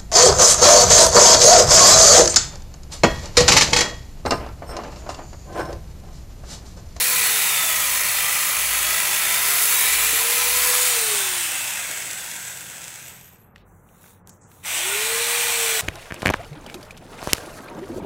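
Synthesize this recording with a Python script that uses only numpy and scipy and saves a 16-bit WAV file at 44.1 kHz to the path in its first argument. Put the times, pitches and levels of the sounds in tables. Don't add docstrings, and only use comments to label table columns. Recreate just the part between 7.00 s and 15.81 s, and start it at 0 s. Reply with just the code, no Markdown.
import sys
import numpy as np
from scipy import signal
from scipy.io import wavfile
from scipy.ndimage import uniform_filter1d

SR = 44100
rng = np.random.default_rng(int(sys.argv[2]) if len(sys.argv) > 2 else 0)


def voltage_ratio(level):
    return 10 ** (np.asarray(level, float) / 20)


def unload_audio(sound):
    columns = np.transpose(np.atleast_2d(sound))
    steps = np.round(np.clip(columns, -1, 1) * 32767)
    wavfile.write(sys.argv[1], SR, steps.astype(np.int16))


N = 388521
T = np.arange(N) / SR
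HZ = np.fft.rfftfreq(1024, 1 / SR)
FRAMES = np.arange(N // 256 + 2) * 256 / SR

# pitch_hz, level_db (per Hz)
GARDEN_COLOUR = [(18, -40), (30, -10), (182, 1.5), (274, -11), (476, -9.5), (660, -14), (778, -11),
                 (1470, -17), (2080, -25.5), (3000, -41), (4000, -50.5), (5200, -83.5), (8800, -120)]
# start_s, lift_db
WASH_SWELL = [(0, 6), (1.3, 3), (2.5, 2.5), (4.5, -2), (6, -1.5), (8.81, -2.5)]
# start_s, pitch_hz
DRONE = [(0, 49.1), (.3, 52.2), (1.7, 55.7), (3.5, 60.4), (4.3, 57), (4.6, 53.55), (5.8, 65), (6.3, 62.8),
         (6.45, 47.9), (8.81, 49.4)]
# middle_s, length_s, level_db
SWELLS = [(.17, .17, -57), (.82, 0.23, -52), (1.17, .25, -53), (1.75, .27, -47), (2.35, 0.47, -56),
          (3.03, .25, -47), (3.55, .2, -48), (3.92, .18, -57), (4.37, .12, -61), (6.65, .25, -62),
          (8.12, .12, -62), (8.7, .3, -61)]
# pitch_hz, level_db
HUM = [(86.1, -62), (172.3, -62.5)]

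# peak_s, hold_s, level_db, fade_s (for 30 dB), treble_db
RUSTLE = [
    (6.56, 0.06, -61, .05, -10),
    (6.64, 0.16, -80, .5, 14),
    (6.89, 0.1, -73, .1, 12),
    (7.04, .07, -59.5, .15, 7),
    (7.28, 0.0073, -63, 0, 8),
    (7.33, .02, -74, .15, 11),
    (7.51, 0.123, -63, 1, 7),
]
RUSTLE_RISE_S = [.02, .1, .2, .2, .015, .05, .09]
# start_s, peak_db, pitch_hz, width_hz, rattle_t60_s
SNAPS = [(3.129, -28, 380, 350, 0.034), (4.899, -39, 220, 200, .06), (6.56, -33.5, 2290, 800, 0.012),
         (6.5805, -48, 3500, 2500, .012), (6.889, -52, 2500, 600, .03), (7.0215, -45, 4500, 7000, .01),
         (7.032, -42, 7500, 3000, .012), (7.0415, -40, 900, 1200, .015), (7.0605, -42, 900, 1400, .03),
         (7.081, -43, 1500, 2500, .015), (7.274, -28, 9000, 14000, 0.0043),
         (7.2935, -32.5, 7600, 5000, 0.03), (7.515, -46, 2500, 1500, .03)]

# peak_s, hold_s, level_db,
# fade_s (for 30 dB), pitch_hz
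CREEP = [
    (6.05, .04, -49, 0.44, 13300),
    (6.2, .12, -56, 0.15, 13400),
    (6.4, .03, -59.5, 0.15, 12200),
    (7.297, .01, -57, .15, 7000),
    (7.415, .04, -60, .1, 7300),
    (7.46, .14, -69, .1, 7200),
]
CREEP_RISE_S = [.2, .2, 0.036, 0.046, .015, .02]

# start_s, shaft_hz
FIRST_CUT = [
    (0.0, 499.5),
    (0.2, 484),
    (0.48, 412),
    (0.8, 370),
    (1.2, 351.3),
    (1.7, 362.2),
    (2.9, 433.4),
    (3.45, 487),
    (3.87, 499),
]
# start_s, shaft_hz
SECOND_CUT = [
    (7.63, 11),
    (7.74, 310),
    (7.9, 394),
    (8.06, 447),
    (8.2, 465),
    (8.38, 476),
    (8.6, 464),
    (8.81, 440),
]
# start_s, end_s
BITES = [
    (.43, 3.25),
    (8.6, 9),
]
# start_s, pose (0 first cut, 1 lifted out, 2 carried, 3 second cut)
POSE = [
    (0, 0),
    (3.55, 0),
    (4.15, 1),
    (4.4, 1),
    (4.95, 2),
    (7, 2),
    (7.5, 3),
    (8.81, 3),
]
# pitch_hz, level_db (per Hz)
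COLOURS = [
    [(150, -47), (250, -22), (650, -11.5), (1000, -11.5), (1500, -7.5), (2200, -3.5), (2700, -3.5),
     (4800, -10.5), (7000, -5), (10200, -7), (12300, -7), (14200, -5.5), (15700, -3.5)],
    [(320, -23.5), (550, -15), (791, -8), (1050, -6), (2140, -3.5), (3540, -3), (4490, -9.5), (8430, -2.5),
     (12000, -8.5), (15600, -7)],
    [(180, -47), (300, -12.5), (418, -16), (518, -9.5), (939, -9), (1070, -12.5), (1570, -2), (4740, -11),
     (7920, -4.5), (11000, -10), (15600, -11)],
    [(320, -25), (550, -13), (873, -8.5), (1050, -8.5), (2200, -3), (2420, -1), (4880, -10), (8190, -3.5),
     (9970, -7), (15600, -8.5)],
]
# pitch_hz, width_hz, lift_db
RINGS = [
    [(810, 35, 4.5), (1015, 104, 9), (1300, 110, 7), (1640, 68, 3.5), (1970, 190, 6), (2363, 230, 5),
     (3590, 170, 3), (4310, 69, 4), (4990, 40, 6.5), (7000, 330, -2), (7860, 270, 2.5), (9460, 300, 4.5),
     (11070, 700, 7)],
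    [(806, 66, 4.5), (1500, 220, 1), (2059, 120, 3), (2610, 230, 3.5), (3300, 250, -1), (8350, 450, 3.5),
     (9500, 400, 4), (14100, 300, 1.5)],
    [(959, 82, 5), (1430, 170, 2), (2000, 150, 1), (2640, 350, 4.5), (3500, 320, 3), (6540, 490, 3.5),
     (7860, 310, 5.5), (9680, 330, 0), (12800, 250, 3)],
    [(840, 130, 4.5), (1960, 120, 3.5), (2370, 63, 1.5), (2860, 100, 1), (3500, 250, 3), (6040, 150, 4.5),
     (7740, 200, 3.5), (8500, 320, 3), (10700, 310, 2.5), (12700, 280, -4)],
]
# start_s, level_db, brightness_db (as the bar turns)
CLATTER = [(0, -26, 4), (.2, -24, 2.5), (.6, -25.5, 2), (1.3, -26, 1.5), (2.35, -25, 1), (2.62, -25.5, 4.5),
           (2.9, -23.5, 1.5), (3.3, -25, 2), (3.75, -24, 3), (4.25, -27.5, 1.5), (4.76, -32, 1),
           (5.45, -39.5, 2), (5.96, -44, 0.5), (6.6, -49, 2.5), (7.7, -27.5, -1), (8.4, -25, 0),
           (8.81, -25.5, 0)]
# multiple (of the tooth rate), level_db
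SPROCKET = [(1, -8.5), (2, -.5), (3, 0), (4, -11.5)]
# shaft_hz, level_db
UNBALANCE = [(10, -70), (230, -34), (335, -14), (368, -6.5), (410, 0), (500, 0)]
UNBALANCE_DB = [-40.5, -39, -42, -36.5]
# middle_s, length_s, sprocket_lift_db, pinion_lift_db, unbalance_lift_db
CATCHES = [(.25, .35, -2.5, 3, -6.5), (.55, .13, -4, 7, 0), (.72, .11, 9, 4, 0), (.97, .08, -8, -8, 0),
           (1.25, .06, 2, 5.5, 5), (1.88, .07, -2, 6, -2.5), (2.3, .12, 3.5, 5, 1),
           (2.56, .08, 7.5, -4, -2), (2.85, 0.11, -12, 6, -3), (3.1, .1, -5, 1, -2), (3.82, .13, 6, 0, 3),
           (4.15, .05, 5, 0, 3), (7.95, .06, 12, 7, 1.5), (8.15, 0.073, 3, 0, 3.5), (8.7, 0.081, 0, 0, 6.5)]

OFF_S, ON_S = 3.87, 7.626
SPINDLE, PINION = 9 / 32, 9


def evened(x):
    return x / np.sqrt(np.mean(x ** 2) + 1e-20)


def curves(rows, t):
    s, *columns = np.transpose(rows)
    return [np.interp(t, s, c) for c in columns]


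def read(points):
    f, value = np.transpose(points)
    return np.interp(np.log(HZ + 1), np.log(f + 1), value)


def shape(x, db):
    z = signal.stft(x, nperseg=1024, noverlap=768)[2]
    z = z * voltage_ratio(db)[:, :z.shape[1]]
    return signal.istft(z, nperseg=1024, noverlap=768)[1][:N]


def above(hz, octaves):
    return 1 / (1 + np.exp(-np.log2((HZ + 1) / hz) / octaves))[:, None]


def wander(per_s):
    noise = uniform_filter1d(rng.standard_normal(N), size=64)
    return evened(signal.lfilter([1], [1, -np.exp(-2 * np.pi * per_s / SR)], noise))


def patches(bins, frames):
    field = rng.standard_normal((len(FRAMES), len(HZ))).T
    field = uniform_filter1d(field, size=bins, axis=0)
    return evened(uniform_filter1d(field, size=frames, axis=1))


def grains(per_s, spread_db):
    size = voltage_ratio(spread_db * np.minimum(rng.exponential(1, N), 4)) * rng.choice([-1, 1], N)
    hit = rng.random(N) < per_s / SR
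    return size * hit / np.sqrt(per_s / SR) / voltage_ratio(1.75 * spread_db)


def bursts(rows, rises):
    s, hold, db, fade, value = np.transpose(rows)[..., None]
    rise_db = 33 * np.maximum((s - FRAMES) / np.array(rises)[:, None], 0)
    fade_db = 30 * np.maximum((FRAMES - s - hold) / fade, 0)
    power = voltage_ratio(db - rise_db - fade_db) ** 2
    total = power.sum(0) + 1e-30
    return 10 * np.log10(total + 1e-10), (power * value).sum(0) / total


def garden_wash():
    swell_db = curves(WASH_SWELL, FRAMES)[0] * (1 - above(230, .15))
    wash = evened(shape(rng.standard_normal(N), read(GARDEN_COLOUR)[:, None] + swell_db))
    return voltage_ratio(-53 + 0.9 * wander(4.4)) * wash


def far_engine():
    fired = np.cumsum(curves(DRONE, T)[0]) / SR
    level = voltage_ratio(-70.5 + 2.5 * wander(2))
    for s, length, db in SWELLS:
        level = level + voltage_ratio(db) * np.exp(-(2 * (T - s) / (1.56 * length)) ** 4)
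    engine = np.sqrt(2) * level * np.cos(2 * np.pi * fired)
    octave = np.cos(2 * np.pi * 2 * fired + 0.73 * wander(2.7))
    return engine + voltage_ratio(-58 + 3.5 * wander(4.1)) * octave


def far_hum():
    out = np.zeros(N)
    for hz, db in HUM:
        line = np.cos(2 * np.pi * hz * T + 0.95 * wander(3.6))
        out += np.sqrt(2) * voltage_ratio(db + 2.2 * wander(3)) * line
    return out


def rustle():
    level_db, treble_db = bursts(RUSTLE, RUSTLE_RISE_S)
    colour_db = above(5800, .08) * (treble_db - 4.5) - 25 * (1 - above(500, .3))
    colour_db = colour_db - 8.1 * np.exp(-((HZ[:, None] - 4900) / 700) ** 2)
    blots_db = 2.4 * patches(bins=10, frames=10)
    return shape(grains(6000, 2.8), level_db + 7.0 + colour_db + blots_db)


def snaps():
    out, t = np.zeros(N + 4096), np.arange(4096) / SR
    for s, db, hz, width, t60 in SNAPS:
        r = np.exp(-np.pi * width / SR)
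        ring = .25 * rng.standard_normal(len(t)) * voltage_ratio(-60 * t / t60) - (t == 0)
        ring = signal.lfilter([1, 0, -1], [1, -2 * r * np.cos(2 * np.pi * hz / SR), r * r], ring)
        ring = signal.lfilter([1], [1, -np.exp(-2 * np.pi * (hz + width) / SR)], ring)
        out[round(s * SR):][:len(t)] += voltage_ratio(db) * ring / abs(ring).max()
    return out[:N]


def creep():
    level_db, hz = bursts(CREEP, CREEP_RISE_S)
    band_db = -10 * np.log10(1 + ((HZ[:, None] - hz) / 900) ** 4)
    return shape(voltage_ratio(2.6 * wander(40)) * grains(5000, 2.5), level_db + band_db + 12.5)


def shaft():
    drag_s, seize_s, halt_s = 1.47, .8, 6.5
    first = uniform_filter1d(curves(FIRST_CUT, T)[0], size=6000, mode="nearest")
    second = uniform_filter1d(curves(SECOND_CUT, T)[0], size=2000, mode="nearest")
    coast = np.exp(-np.maximum(T - OFF_S, 0) / drag_s) * np.clip((halt_s - T) / seize_s, .1, 1)
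    return np.where(T < ON_S, first * coast, second)


def in_wood():
    biting = sum((T > a) & (T < b) for a, b in BITES) * 1.
    return uniform_filter1d(biting, size=3000, mode="nearest")


def motor_load(speed):
    free_hz, sag_hz = 498, 150
    return in_wood() * np.clip((free_hz - speed) / sag_hz, 0, 1)


def clatter():
    level_db, bright_db = curves(CLATTER, T)
    stall_s, stall_db_per_s2, spin_up_s = 5.935, 82, .035
    stall_db = -stall_db_per_s2 * np.maximum(T - stall_s, 0) ** 2 * (T < ON_S)
    start_db = 30 * np.log10(1.005 - np.exp(-np.maximum(T - ON_S, 0) / spin_up_s)) * (T >= ON_S)
    return np.maximum(level_db + stall_db + start_db, -97), bright_db + 0.35 * np.maximum(stall_db, -40)


def pose_colour():
    pose, field = curves(POSE, FRAMES)[0], 0
    for k, (colour, rings) in enumerate(zip(COLOURS, RINGS)):
        db = read(colour) + sum(lift / (1 + (2 * (HZ - f) / w) ** 2) for f, w, lift in rings)
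        db = db + 1.1 * rng.standard_normal(len(HZ))
        db = db - 10 * np.log10(np.sum(voltage_ratio(db[14:105]) ** 2) / len(HZ))
        field = field + db[:, None] * np.maximum(1 - abs(pose - k), 0)
    return field


def tones(turns, speed, load):
    sprocket_teeth, armature_slots = 6, 12
    level_db, bite = clatter()[0], in_wood()
    caught = sum(np.array(lift)[:, None] * np.exp(-((T - s) / length) ** 2) for s, length, *lift in CATCHES)
    sprocket_db = level_db - 29 + 13.5 * bite + caught[0]
    pinion_db = level_db - 28 + 14 * bite + caught[1]
    freed_db = 10 * np.exp(-((T - 3.4) / .15) ** 2)
    slot_db = level_db - 22 + 7.5 * load + freed_db
    pose_db = np.interp(curves(POSE, T)[0], np.arange(len(RINGS)), UNBALANCE_DB)
    unbalance_db = curves(UNBALANCE, speed)[0] + pose_db - 13 * load + caught[2]

    lines = [(k * sprocket_teeth * SPINDLE, sprocket_db + db) for k, db in SPROCKET]
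    lines += [(PINION, pinion_db), (2 * PINION, pinion_db - 6.0), (armature_slots, slot_db)]
    out = voltage_ratio(unbalance_db + 2.25 * wander(15)) * np.cos(2 * np.pi * turns)
    for k, db in lines:
        waver_db = (3.3 if k < PINION else 1.6) * wander(12)
        out += voltage_ratio(db + waver_db - 2) * np.cos(2 * np.pi * k * turns + .5 * wander(25))
    return np.sqrt(2) * out


def chain_drive(speed, turns, load):
    mains_hz = 99.4
    powered = (T < OFF_S) | (T > ON_S)
    cutter = np.cos(np.pi * SPINDLE * turns + .9 * wander(2))
    beat_db = 0.93 * (.3 + .75 * load) * cutter + 0.39 * powered * np.cos(2 * np.pi * mains_hz * T)
    beat_db = beat_db + 0.35 * wander(24.8) + 0.49 * wander(250)
    buzz = np.diff(np.floor(mains_hz * T), prepend=0) * powered * np.sqrt(SR / mains_hz)
    buzz = signal.lfilter(*signal.butter(2, 2300, fs=SR), buzz)
    slow = 1 - speed / 520
    burst = rng.standard_normal(400) * voltage_ratio(-60 * T[:400] / .012)
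    knocks = signal.oaconvolve(grains(90, 2.6), burst / np.linalg.norm(burst))[:N]
    links = grains(1500 + 25 * speed, 3.04)
    noise = 0.79 * rng.standard_normal(N) + 0.5 * links + 0.62 * slow * knocks
    return voltage_ratio(beat_db) * noise + 0.19 * buzz


def chain(speed, turns, load):
    drive = chain_drive(speed, turns, load)
    level_db, bright_db = clatter()
    treble_db = np.interp(FRAMES, T, bright_db)
    tilt_db = above(3700, 0.21) * (treble_db - 0.5)
    tilt_db = tilt_db + above(10100, .08) * (0.32 * treble_db - 1.6)
    mesh_hz = PINION * np.interp(FRAMES, T, speed)
    slack_db = 3 - 5.5 * np.interp(FRAMES, T, load)
    tilt_db += slack_db * np.exp(-(np.log((HZ[:, None] + 1) / mesh_hz) / 0.1) ** 2)
    patches_db = 2.2 * patches(bins=1, frames=26) + .5 * patches(bins=14, frames=10)
    return voltage_ratio(level_db) * shape(drive, pose_colour() + tilt_db + patches_db)


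def scene():
    speed = shaft()
    turns, load = np.cumsum(speed) / SR, motor_load(speed)
    background = garden_wash() + far_engine() + far_hum()
    feet = rustle() + snaps()
    tool = creep() + tones(turns, speed, load) + chain(speed, turns, load)
    mono = background + feet + tool
    return np.array([mono, mono])


def band_limit(x):
    return signal.sosfilt(signal.butter(12, 16410, fs=SR, output="sos"), x)


def record(dry):
    z = signal.stft(dry[0], nperseg=1024, noverlap=768)[2]
    power = uniform_filter1d(uniform_filter1d(abs(z) ** 2, size=9, axis=0), size=5, axis=1)
    local_db = 10 * np.log10(power + 1e-18)
    sunk_db = -1.4 * np.clip(-94 - local_db, 0, 14) * above(2200, 0.14)
    mono = shape(dry[0], sunk_db - 90 * (HZ > 15780)[:, None])
    return band_limit(np.array([mono, mono]))


dry = scene()
out = record(dry)
unload_audio(out)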